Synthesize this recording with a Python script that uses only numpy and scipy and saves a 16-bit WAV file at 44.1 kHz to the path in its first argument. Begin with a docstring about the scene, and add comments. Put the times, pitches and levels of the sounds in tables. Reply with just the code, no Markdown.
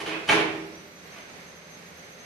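"""In a tiled bathroom, air breaks through a toilet drain in a few small spurts, over the faint rush
of a motor. At 0.3 s comes one big crackling burst: bubbles pop, the pipe thumps and a gulp of water
sets bowl and room ringing. As that dies away, the motor spins back up to a thin whine.
Near 1.2 s something swishes softly once, and the motor runs on."""
import sys
import numpy as np
from scipy import signal
from scipy.fft import rfft, irfft, next_fast_len
from scipy.io import wavfile
from scipy.ndimage import map_coordinates

SR = 44100
rng = np.random.default_rng(int(sys.argv[2]) if len(sys.argv) > 2 else 0)


def put_to_file(sound):
    """Save the sound as 16-bit audio at rate SR, in the file named by the first command-line argument."""
    columns = np.atleast_2d(sound).T  # one column per channel
    safe = np.clip(columns, -1, 1)
    whole_steps = np.round(safe * 32767)
    wavfile.write(sys.argv[1], SR, whole_steps.astype(np.int16))


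N = 99225
TIME_S = np.arange(N) / SR
LEFT_RIGHT = np.array([[.5], [-.5]])  # splits a level gap between the two ears


def amp(db):
    """Turn decibels into a gain."""
    return 10 ** (np.asarray(db) / 20)


def unit(x):
    """Scale to an average (rms) level of 1."""
    return x / np.sqrt(np.mean(x ** 2) + 1e-20)


def along(table, hz):
    """Read between a table's rows on a log pitch scale."""
    pitches, values = np.transpose(table)
    return np.interp(np.log(hz + 1), np.log(pitches + 1), values)


def wobble(per_s):
    """A smooth curve through per_s random values a second."""
    return map_coordinates(rng.standard_normal(int(N * per_s / SR) + 4), [TIME_S * per_s])


def filtered(x, gain_at):
    """Turn each frequency up or down by gain_at(hz)."""
    n = x.shape[-1]
    padded = next_fast_len(n + SR // 4)
    return irfft(rfft(x, padded) * gain_at(np.fft.rfftfreq(padded, 1 / SR)), padded)[..., :n]


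def coloured(x, colour):
    """Give x a tone colour (its mix of lows and highs), at level 1."""
    return unit(filtered(x, lambda hz: amp(along(colour, hz))))


def gate(start, length, attack_s=0.0044, release_s=0.018):
    """A loudness shape: rise fast, hold, fade."""
    t = TIME_S - start
    return np.clip(t / attack_s, 0, 1) * np.exp(-np.maximum(t - length, 0) / release_s)


def crackle(colour, pops_per_s=1100, pop_share=0.47, scatter_db=3):
    """Churning air mixed with the pops of tearing water."""
    chance, size, air = rng.random(N), rng.standard_normal(N), rng.standard_normal(N)
    pops = (chance < pops_per_s / SR) * np.sign(air) * amp(scatter_db * size)
    return coloured(np.sqrt(pop_share) * unit(pops) + np.sqrt(1 - pop_share) * air, colour)


# Escapes of air: start_s, length_s, level_db, fizz_db (compared with the roar)
AIR_SPURTS = [(0.0, 0.014, -34.5, -12), (0.059, 0.038, -32.5, -15), (0.114, 0.04, -37, -37),
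              (0.192, 0.013, -47, -32), (0.274, 0.011, -37, -6), (0.2871, 0.041, -20, -14),
              (0.349, 0.064, -32, -17)]
# Tone of the roar: pitch_hz, level_db
ROAR_COLOUR = [(60, -42), (90, -29), (170, -22.5), (260, -6), (400, 2.5), (520, -3.5), (850, 0.5),
               (1400, -3), (2400, 1.5), (3200, -4.5), (4300, -15), (6000, -38), (14000, -49)]
# Tone of the spray: pitch_hz, level_db
SPRAY_COLOUR = [(2000, -11), (4200, 2), (6500, -3), (8300, -10), (10000, -4.5), (11500, -17), (14000, -23)]
def spurts(snap_db=3, snap_s=0.0095):
    """Each spurt of air starts with a snap, roars in the bowl and throws fizzing spray."""
    roar, spray = np.zeros(N), np.zeros(N)
    for start, length, db, fizz_db in AIR_SPURTS:
        snap = np.exp(-np.maximum(TIME_S - start, 0) / snap_s)
        flow = gate(start, length) * amp(db + snap_db * snap)
        roar += flow
        spray += flow * amp(fizz_db)
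    return roar * crackle(ROAR_COLOUR) + spray * crackle(SPRAY_COLOUR)


# Heaves of water: start_s, length_s, level_db
WATER_GULPS = [(0.0, 0.016, -44), (.075, 0.084, -45), (.316, 0.015, -22), (.355, 0.036, -34.5)]
# Their hollow tone: pitch_hz, level_db
WATER_COLOUR = [(50, -35), (85, -18), (160, -17.5), (260, -16), (320, 2), (440, 3), (510, -10), (660, -8),
                (900, -6), (1500, -7.5), (4000, -52)]
def gulps():
    """Water heaves behind the air in the bend of the drain."""
    flow = sum(amp(db) * gate(start, length) for start, length, db in WATER_GULPS)
    return flow * crackle(WATER_COLOUR)


# Surges that start the ringing: start_s, level_db
SURGES = [(0.0, -44), (.07, -39.5), (.318, -25.5)]
# Natural notes of bowl and room: pitch_hz, level_db, ring_s (time to fade by 60 dB)
BOWL_NOTES = [(160.2, -11.5, 1.1), (242.5, -13, 0.68), (320.7, 3, 0.97), (342, -5, 0.8), (402.8, -5, 1.25),
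              (421.5, 3.5, 0.49), (442, -2.5, .6), (660, -12, 0.51), (820, -8, 0.71), (856, -13.5, 0.4)]
def ringing(rise_s=0.019, drift_rad=0.25, left_minus_right_db=-4):
    """The low notes of bowl and room swell with each surge and die away slowly."""
    out = np.zeros(N)
    for start, surge_db in SURGES:
        t = np.maximum(TIME_S - start, 0)
        for hz, note_db, ring_s in BOWL_NOTES:
            phase = 2 * np.pi * (hz * t + rng.random()) + drift_rad * wobble(20.1)
            rise = 1 - np.exp(-t / rise_s)
            out += rise * amp(surge_db + note_db - 60 * t / ring_s) * np.sin(phase)
    return out * amp(left_minus_right_db * LEFT_RIGHT)


# Tone of the motor's air: pitch_hz, level_db
RUSH_COLOUR = [(15, -55), (25, -17), (48, -23), (70, -12), (102, -12.5), (173, -4.5), (286, -7.5),
               (344, -9.5), (382, -4), (511, -8), (554, -7), (916, -11), (2080, -8.5), (3100, -15.5),
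               (4250, -16), (5840, -20), (6330, -20.5), (6850, -24.5), (11600, -30.5), (12600, -34.5),
               (14000, -37)]
# Its loudness over time: time_s, level_db
RUSH_LOUDNESS = [(0, -39.5), (.85, -47.5), (1.08, -47), (1.45, -46.5), (2.25, -46.5)]
def motor_rush(flutter_db=0.72):
    """The motor's air noise eases down, then holds steady."""
    air = unit(spread(coloured(rng.standard_normal((2, N)), RUSH_COLOUR)))
    level_db = np.interp(TIME_S, *np.transpose(RUSH_LOUDNESS))
    return air * amp(level_db + flutter_db * wobble(9.8))


# Humming notes of the room: pitch_hz, level_db
HUM_NOTES = [(82, -67.5), (168, -60), (193, -63), (237, -67.5), (520, -64), (594, -63)]
def room_hum(width_hz=20):
    """The motor keeps the room humming; each note wavers at random."""
    out = np.zeros(N)
    for hz, db in HUM_NOTES:
        phase = 2 * np.pi * hz * TIME_S
        out += amp(db) * (wobble(width_hz) * np.sin(phase) + wobble(width_hz) * np.cos(phase))
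    return out


# Bursting bubbles: start_s, pitch_hz, level_db, ring_s
BUBBLE_POPS = [(.122, 2440, -25.5, 0.067), (.142, 2530, -29, .07), (.2875, 3040, -14, .035),
               (.294, 2313, -17, 0.048), (.312, 2657, -15, 0.032)]
def bubbles(rise_s=0.0014, glide_per_s=0.62, rough_rad=0.52):
    """Each bursting bubble rings briefly and rises a little in pitch."""
    out = np.zeros(N)
    for start, hz, db, ring_s in BUBBLE_POPS:
        t = np.maximum(TIME_S - start, 0)
        phase = 2 * np.pi * hz * t * (1 + glide_per_s * t / 2) + rough_rad * wobble(600)
        rise = 1 - np.exp(-t / rise_s)
        out += rise * amp(db - 60 * t / ring_s) * np.sin(phase)
    return out


# Moments when the whine gets louder: peak_s, boost_db
WHINE_FLARES = [(1.135, 4), (1.355, 4), (1.99, 6.5)]
def motor_whine(full_speed_hz=6262, sag_hz=760, load_ends_s=0.45, recover_s=0.33):
    """Slowed by a load, the motor regains speed: its whine climbs and levels off."""
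    level_db, octave_db, flutter_db = -59.5, -11.5, 2.5
    waver_hz, fade_in_s, flare_s = 20, 0.62, 0.014
    sag = np.exp(-np.maximum(TIME_S - load_ends_s, 0) / recover_s)
    hz = full_speed_hz - sag_hz * sag + waver_hz * wobble(130)
    phase = 2 * np.pi * np.cumsum(hz) / SR
    swell = np.clip((TIME_S - load_ends_s / 2) / fade_in_s, 0, 1)
    tone, octave = [unit(bathroom(swell * np.sin(k * phase)) * amp(flutter_db * wobble(28)))
                    for k in (1, 2)]
    flare_db = sum(db * np.exp(-.5 * ((TIME_S - peak) / flare_s) ** 2) for peak, db in WHINE_FLARES)
    return amp(level_db) * (amp(flare_db) * tone + amp(octave_db) * octave)


# Pushes in the pipe: start_s, length_s, level_db
PIPE_THUMPS = [(.287, 0.031, -36), (.355, 0.016, -42.5)]
# Their deep tone: pitch_hz, level_db
PIPE_COLOUR = [(30, -22), (60, -17), (95, -5), (165, 4.5), (230, 4), (400, -25), (1500, -70)]
def thumps():
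    """Each big escape of air gives a dull push in the pipe."""
    push = sum(amp(db) * gate(start, length) for start, length, db in PIPE_THUMPS)
    return push * crackle(PIPE_COLOUR)


# Tone of the swish: pitch_hz, level_db
SWISH_TONE = [(200, -40), (600, -3), (1200, -2), (2300, 0), (4000, -12), (8000, -24), (14000, -27)]
def swish(peak_s=1.174, width_s=0.034, level_db=-46):
    """One soft swell of noise."""
    swell = np.exp(-.5 * ((TIME_S - peak_s) / width_s) ** 2)
    return amp(level_db) * swell * crackle(SWISH_TONE)


# How alike the two ears hear the room: pitch_hz, likeness (1 = the same)
EAR_LIKENESS = [(60, 0.94), (280, 0.78), (610, .5), (1300, -0.16), (2900, -0.028), (13000, -0.13)]
# Which side is louder: pitch_hz, left_minus_right_db
EAR_BALANCE = [(80, 1), (200, -3), (670, -2), (1250, -2.6), (1700, -1), (2250, -8), (3100, -1.5),
               (4400, -4), (7400, -0.8)]
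def spread(pair):
    """Blend two unrelated sounds into left and right: alike in the bass, leaning right."""
    angle = lambda hz: np.arccos(along(EAR_LIKENESS, hz)) / 2
    mid, side = filtered(pair, lambda hz: np.array([np.cos(angle(hz)), np.sin(angle(hz))]))
    ears = np.array([mid + side, mid - side])
    return filtered(ears, lambda hz: amp(along(EAR_BALANCE, hz) * LEFT_RIGHT))


# How long the tiles echo: pitch_hz, ring_s
TILE_ECHO = [(100, 0.91), (350, 0.91), (700, 0.72), (2500, 0.61), (5000, 0.56), (11000, 0.37)]
def bathroom(x, direct_db=-3.5):
    """The direct sound plus its echo off the tiles, where high pitches fade first."""
    hz, t, noise = signal.stft(rng.standard_normal((2, SR)), SR, nperseg=256)
    decay = amp(-60 * t / along(TILE_ECHO, hz)[:, None])
    echo = signal.istft(noise * decay, SR, nperseg=256)[1]
    echo = spread(echo / np.linalg.norm(echo[0]))
    return amp(direct_db) * x + signal.fftconvolve(x[None], echo, axes=1)[:, :N]


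def scene():
    """The drain, the motor and the swish in the bathroom."""
    bright = bathroom(spurts() + bubbles() + swish())
    deep = bathroom(gulps() + thumps()) + ringing()
    return bright + deep + motor_whine() + motor_rush() + room_hum()


def record(dry, top_hz=14200):
    """Cut away the very highest treble."""
    return filtered(dry, lambda hz: hz < top_hz)


dry = scene()
out = record(dry)
put_to_file(out)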